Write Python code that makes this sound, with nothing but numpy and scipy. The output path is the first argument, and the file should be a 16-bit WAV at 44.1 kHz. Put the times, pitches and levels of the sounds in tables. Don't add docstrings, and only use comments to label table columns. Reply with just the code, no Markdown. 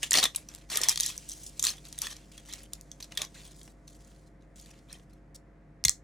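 import sys
import numpy as np
from scipy import signal
from scipy.fft import rfft, irfft, next_fast_len
from scipy.io import wavfile

SR = 44100
rng = np.random.default_rng(int(sys.argv[2]) if len(sys.argv) > 2 else 0)


def bounce(signal):
    frames = np.transpose(np.atleast_2d(signal))
    limited = np.clip(frames, -1, 1)
    pcm = np.round(limited * 32767).astype(np.int16)
    wavfile.write(sys.argv[1], SR, pcm)


N = 266231
TIME = np.arange(N) / SR
GRID_HZ = np.fft.rfftfreq(2048, 1 / SR).clip(10)
SLIP_SAMPLES = 400
LEFT_RIGHT = np.array([[1], [-1]])


def undb(db):
    return 10 ** (np.asarray(db) / 20)


def unit_rms(x):
    return x / np.sqrt(np.mean(x ** 2))


def eq_curve(points, hz=GRID_HZ):
    point_hz, db = np.transpose(points)
    return np.interp(np.log(hz), np.log(point_hz), db)


def resonance(hz, width_hz, lift_db):
    return lift_db / (1 + (2 * (GRID_HZ - hz) / width_hz) ** 2)


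def tilt(brightness, edge_hz=2900):
    octaves = np.log2(GRID_HZ.clip(600, 8000) / edge_hz)
    return brightness * (0.57 * octaves + 0.55 * np.tanh(6 * octaves))


def ring(x, colour_db):
    cepstrum = irfft(np.log(undb(colour_db)))
    half = len(cepstrum) // 2
    cepstrum[1:half] *= 2
    cepstrum[half + 1:] = 0
    return signal.fftconvolve(x, irfft(np.exp(rfft(cepstrum))))


def add(track, start_s, x):
    start = max(int(start_s * SR), 0)
    x = x[:max(N - start, 0)]
    track[start:start + len(x)] += x


def grains(size, per_s, spread_db):
    clicks = (rng.random(size) < per_s / SR) * rng.choice([-1, 1], size)
    return clicks * undb(spread_db * rng.standard_normal(size))


def slips(start, end):
    count = max(round((end - start) * SR / SLIP_SAMPLES), 1)
    index = np.arange(count)
    return zip(start + index * SLIP_SAMPLES / SR, (index + .5) / count)


def rasp(colour_db, centre_hz, spread_octaves, width_hz, lift_db):
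    loose_part = resonance(centre_hz * 2 ** (spread_octaves * rng.standard_normal()), width_hz, lift_db)
    slip = ring(grains(SLIP_SAMPLES, per_s=4500, spread_db=4.0), colour_db + loose_part)
    return slip * np.sqrt(SLIP_SAMPLES / (np.sum(slip ** 2) + 1e-18))


# pitch in Hz, rms level in dB.
FAN_TONES = [(48.6, -57), (151, -65.5), (307.3, -67), (538.3, -73), (684.5, -73.5)]
# frequency in Hz, relative level in dB.
FAN_AIR_EQ = [(20, -23), (36, -5), (48, 1), (62, -2.5), (95, -2), (135, 1), (200, -1), (310, -6.5),
              (600, -13.5), (800, -18), (1300, -21.5), (2000, -21.5), (3000, -38), (15000, -54.5)]
def fan(air_db=-58, waver=0.15, stereo_width=0.51, wide_above_hz=500):
    knots = np.linspace(0, TIME[-1], 60)
    hum = 0
    for hz, db in FAN_TONES:
        wander = np.interp(TIME, knots, rng.standard_normal(len(knots)))
        phase_drift = waver * np.sqrt(hz / FAN_TONES[0][0]) * wander
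        hum += np.sqrt(2) * undb(db) * np.sin(2 * np.pi * hz * TIME + phase_drift)
    air_hz = np.fft.rfftfreq(N, 1 / SR).clip(1)
    mid, side = (rfft(rng.standard_normal(N)) * undb(eq_curve(FAN_AIR_EQ, air_hz)) for _ in range(2))
    width = stereo_width * np.minimum(air_hz / wide_above_hz, 1)
    air = irfft(mid + width * side * LEFT_RIGHT, N)
    return hum + undb(air_db) * unit_rms(air)


# frequency in Hz, gain in dB.
WALL_EQ = [(150, -2), (700, 2), (3000, 0), (5500, -1.5), (8000, -1.5), (11000, -4), (13000, -11),
           (16000, -15)]
def room(x, t60_s=0.15, wet_db=-12.5, gap_s=0.0053, stereo_width=0.51):
    t = TIME[:SR // 2]
    envelope = undb(-60 * t / t60_s) * np.clip(t / gap_s - .5, 0, 1)
    tails = (envelope * rng.standard_normal(len(t)) / np.linalg.norm(envelope) for _ in range(2))
    mid, side = (signal.fftconvolve(x, ring(tail, eq_curve(WALL_EQ)))[:N] for tail in tails)
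    return undb(wet_db) * (mid + stereo_width * side * LEFT_RIGHT)


def near_echoes(x, wet_db=-11, decay_s=0.00049, lowpass_hz=10500, grip_samples=1500):
    out, t = np.zeros((2, N)), TIME[:512]
    for start in range(0, N, grip_samples):
        echoes = rng.standard_normal((2, len(t))) * np.sqrt(t) * np.exp(-t / decay_s)
        for channel, echo in zip(out, echoes):
            reflected = np.convolve(x[start:start + grip_samples], echo / np.linalg.norm(echo))
            add(channel, start / SR, reflected)
    return undb(wet_db) * signal.sosfilt(signal.butter(2, lowpass_hz, fs=SR, output="sos"), out)


# frequency in Hz, relative level in dB.
SKIN_EQ = [(300, -10), (1400, -13.5), (2600, -5.5), (3600, -5.5), (5000, -4), (7000, -2.5), (10000, -5.5),
           (11700, -3.5), (14000, -11.5), (16000, -2)]
# time in seconds, level in dB.
HOLD_LEVELS = [(0, -52.5), (.65, -68), (1.2, -53), (1.8, -59.5), (2.8, -68), (3.3, -62), (3.7, -72.5),
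               (3.8, -75.5), (4.1, -65), (4.4, -83), (4.8, -69), (5.3, -85), (6, -88)]
# start in seconds, length in seconds, relative level in dB, brightness.
FINGER_STROKES = [(0.021, 0.059, -36.5, -1.5), (0.369, 0.061, -48.5, -5), (0.488, 0.16, -51.5, -3.5),
                  (1.124, 0.13, -48.5, -1.5), (1.284, .15, -41, 7), (1.435, 0.059, -39, 18),
                  (1.568, 0.057, -47, 2), (1.69, 0.1, -47, -3), (1.841, 0.16, -50, -1.5),
                  (1.978, 0.16, -45, 0.5), (2.15, 0.097, -52.5, -4), (2.316, 0.18, -52.5, -1.5),
                  (2.526, 0.14, -45, -1.5), (2.721, 0.097, -59, -5), (3.002, 0.058, -47, -2),
                  (3.109, 0.097, -51.5, -5), (3.344, .22, -48.5, -1.5), (3.56, 0.16, -51, 8.5),
                  (3.873, .1, -52, 4), (3.99, .3, -60.5, 4.5), (4.407, 0.042, -68.5, -5),
                  (4.559, 0.15, -49, 1), (4.689, 0.11, -56, -4.5), (4.927, .12, -60.5, 4),
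                  (5.095, 0.092, -66.5, -1.5), (5.346, .018, -40.5, 7)]
STROKE_FADE_DB = -9
def fingers(gain_db=-3.0, catch_spread_db=3.5):
    skin = eq_curve(SKIN_EQ)
    hiss = ring(grains(N, per_s=5000, spread_db=2.0), skin)[:N]
    out = unit_rms(hiss) * undb(np.interp(TIME, *np.transpose(HOLD_LEVELS)))
    for start, length, db, brightness in FINGER_STROKES:
        colour = skin + tilt(brightness)
        for slip_s, progress in slips(start, start + length):
            grit = rasp(colour, centre_hz=3570, spread_octaves=0.47, width_hz=330, lift_db=10)
            catch_db = catch_spread_db * rng.standard_normal()
            add(out, slip_s, grit * undb(gain_db + db + STROKE_FADE_DB * progress + catch_db))
    return out


def threads(per_s=17, lift_db=3.5, spread_db=3):
    out = np.zeros(N)
    for start, length, db, _ in FINGER_STROKES:
        for _ in range(round(length * per_s)):
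            progress = rng.random()
            strength, colour = rng.standard_normal(2)
            tick_db = db + STROKE_FADE_DB * progress + lift_db + spread_db * strength
            add(out, start + progress * length, crack(tick_db, run_ms=3.2, brightness=2 + 6 * colour))
    return out


# start in seconds, envelope peak in dB, pitch in Hz,
# decay in seconds.
RECOIL_KNOCKS = [(.886, -36.5, 924, 0.0025), (2.738, -56, 56, 0.015), (5.85, -32, 2119, 0.0028),
                 (5.857, -30, 120.5, 0.0031), (5.869, -35, 70.4, 0.0063), (5.883, -30, 1980, 0.001)]
def jolts():
    out, t = np.zeros(N), TIME[:SR // 5]
    for start, db, hz, decay_s in RECOIL_KNOCKS:
        envelope = t / decay_s * np.exp(1 - t / decay_s)
        add(out, start, undb(db) * envelope * np.sin(2 * np.pi * hz * t))
    return out


# frequency in Hz, relative level in dB.
PLASTIC_EQ = [(100, -23.5), (300, -15.5), (700, -17.5), (1450, -19.5), (2800, -6), (3300, -4), (4500, -4),
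              (6500, 0.5), (8500, -0.5), (10300, -0.5), (12000, 3.5), (14000, -2.5), (16000, -4)]
# centre in Hz, width in Hz, lift in dB.
SHELL_MODES = [(599.6, 740, -4.5), (1164, 360, 7.5), (1850, 300, 9), (2870, 100, -5), (3310, 180, 4.5),
               (3605, 500, 3), (4210, 590, 5), (5220, 240, 1.5), (5950, 570, 4)]
def plastic(brightness, lift_spread_db=4.5, detune=0.036):
    shell = 0
    for hz, width_hz, lift_db in SHELL_MODES:
        shift, weight = rng.standard_normal(2)
        shell += resonance(hz * (1 + detune * shift), width_hz, lift_db + lift_spread_db * weight)
    return eq_curve(PLASTIC_EQ) + shell + tilt(brightness)


# start in seconds, length in seconds, relative level in dB, brightness.
BRIM_PULLS = [(0.138, 0.055, -25, -3.5), (0.226, 0.0084, -30.5, -6), (0.714, .065, -33, -4),
              (0.804, .06, -37.5, -6), (0.89, 0.023, -29.5, -2.5), (0.996, 0.1, -35, -1),
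              (1.639, 0.053, -29.5, -1), (2.02, 0.04, -38.5, -3.5), (2.1, 0.0194, -42, -2.6),
              (2.484, 0.027, -47.5, -5), (3.18, 0.052, -41.5, -6), (3.35, 0.028, -55, -7),
              (4.894, 0.054, -53.5, -7.5)]
def tears(gain_db=-0.5, attack_s=0.025, release_s=0.04, creak_hz=800, creak_octaves=0.65):
    out = np.zeros(N)
    for start, length, db, brightness in BRIM_PULLS:
        corners = start + np.array([-attack_s, 0, length, length + release_s])
        for slip_s, _ in slips(corners[0], corners[-1]):
            envelope_db = np.interp(slip_s, corners, [-24, 0, 0, -22])
            hz = creak_hz * 2 ** (creak_octaves * rng.standard_normal())
            colour = plastic(brightness + 0.24) + resonance(hz, width_hz=420, lift_db=6)
            rip = rasp(colour, centre_hz=3550, spread_octaves=0.62, width_hz=290, lift_db=11)
            add(out, slip_s, rip * undb(db + gain_db + envelope_db))
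    return out


def crack(db, run_ms, brightness, run_db=-4, splinter_hz=5480, splinter_q=3.3):
    t = TIME[:1024]
    run_envelope = np.exp(-(1000 * t / run_ms) ** 1.1)
    force = undb(run_db) * grains(len(t), per_s=14000, spread_db=2.5) * run_envelope
    force[0] = 1
    octaves = 0.99 * np.tanh(brightness / 6.5) + 0.14 * rng.standard_normal()
    hz = splinter_hz * 2 ** octaves
    splinter = resonance(hz, hz / splinter_q, lift_db=6)
    top_lift = 0.2 * np.log2(np.maximum(GRID_HZ / hz, 1))
    click = ring(force, plastic(brightness - 0.17) + splinter + top_lift)
    return click * undb(db) * np.sqrt(.005 * SR / np.sum(click ** 2))


# start in seconds, level in dB over 5 ms, run-on in milliseconds, brightness.
STRUT_BREAKS = [(0.03, -23, 10, -5), (0.1085, -19.5, 3.4, 2.5), (0.1188, -24, 2.1, -0.5),
                (0.132, -17.5, 1.2, 5), (0.1392, -19, 4, -3), (0.1527, -19, 7.3, -4.5),
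                (0.1727, -20, 4.4, -3.5), (0.1855, -17.5, 5.2, -4.5), (0.2286, -17.5, 11, -4.5),
                (0.2398, -16.5, 1.5, -1), (0.254, -20, 5.9, -4), (0.348, -37.5, 4.17, -5.5),
                (0.3604, -23, 4, 7), (0.4873, -41, 3, 1.5), (0.5494, -40, 0.47, 3.5), (0.7009, -34, 5, -3),
                (0.7574, -26.5, 1.2, -2), (0.772, -20, 2.6, 5), (0.8152, -25.5, 3, 4),
                (0.8347, -20.5, 7.6, -1.5), (0.886, -15.5, 2.2, 2.5), (0.8931, -16, 2.2, 5.5),
                (0.9583, -29.5, 2.3, 1.5), (0.975, -26, 3, -1.5), (1.0006, -25, 1.2, -1),
                (1.0068, -20.5, 1.3, 9), (1.0331, -26, 3.2, 1), (1.062, -25, 2.9, 3.5),
                (1.1787, -34, 0.42, 5), (1.2902, -36, 2.1, 17), (1.317, -36, 6, 0.5),
                (1.5948, -26, 4.8, 1.5), (1.6269, -23, 1.1, 4.5), (1.6397, -22.5, 3.3, 1),
                (1.651, -21.5, 1.2, 8), (1.6684, -22, 2.1, -2.5), (1.853, -46.5, 2, -2.5),
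                (1.9268, -39, 2.9, -0.5), (1.988, -31.5, 1.36, 24), (2.018, -25.5, 2.54, 0),
                (2.069, -32.5, 3.24, -4.5), (2.3785, -43, 3.44, -1), (2.5365, -34.5, 1.65, 1),
                (2.7337, -32.5, 2.4, 3.5), (2.8114, -44.5, 0.51, 8.5), (2.9156, -40, 2.47, 0.5),
                (3.0256, -37.5, 5.5, -0.5), (3.174, -24.5, 3.94, -2.5), (3.218, -26, 3.4, -3.5),
                (3.2493, -40, 1.82, 1), (4.9285, -40, 1.75, 3), (5.8401, -25.5, .64, 1),
                (5.8506, -15, 3.4, 1.5), (5.854, -22.5, 1.1, -1), (5.8831, -20, 0.47, 1.5),
                (5.8946, -17, 0.34, 1)]
def struts():
    out = np.zeros(N)
    for start, db, run_ms, brightness in STRUT_BREAKS:
        add(out, start, crack(db, run_ms, brightness))
    return out


def scene():
    hands = struts() + tears() + fingers() + threads() + jolts()
    return hands + near_echoes(hands) + room(hands) + fan()


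# frequency in Hz, the left channel's phase lead in radians.
LEFT_LEAD = [(0, 0), (5200, 0), (7200, .7), (9300, 1.7), (11400, 2.55), (13200, 3.12), (16000, 3.14)]
def record(dry, ceiling=0.85, lowpass_hz=16400):
    size = next_fast_len(N + SR // 10)
    lead = np.interp(np.fft.rfftfreq(size, 1 / SR), *np.transpose(LEFT_LEAD))
    pair = irfft(rfft(dry, size) * np.exp(.5j * lead * LEFT_RIGHT), size)[:, :N]
    lowpass = signal.ellip(8, .2, 70, lowpass_hz, fs=SR, output="sos")
    return signal.sosfilt(lowpass, pair.clip(-ceiling, ceiling))


dry = scene()
out = record(dry)
bounce(out)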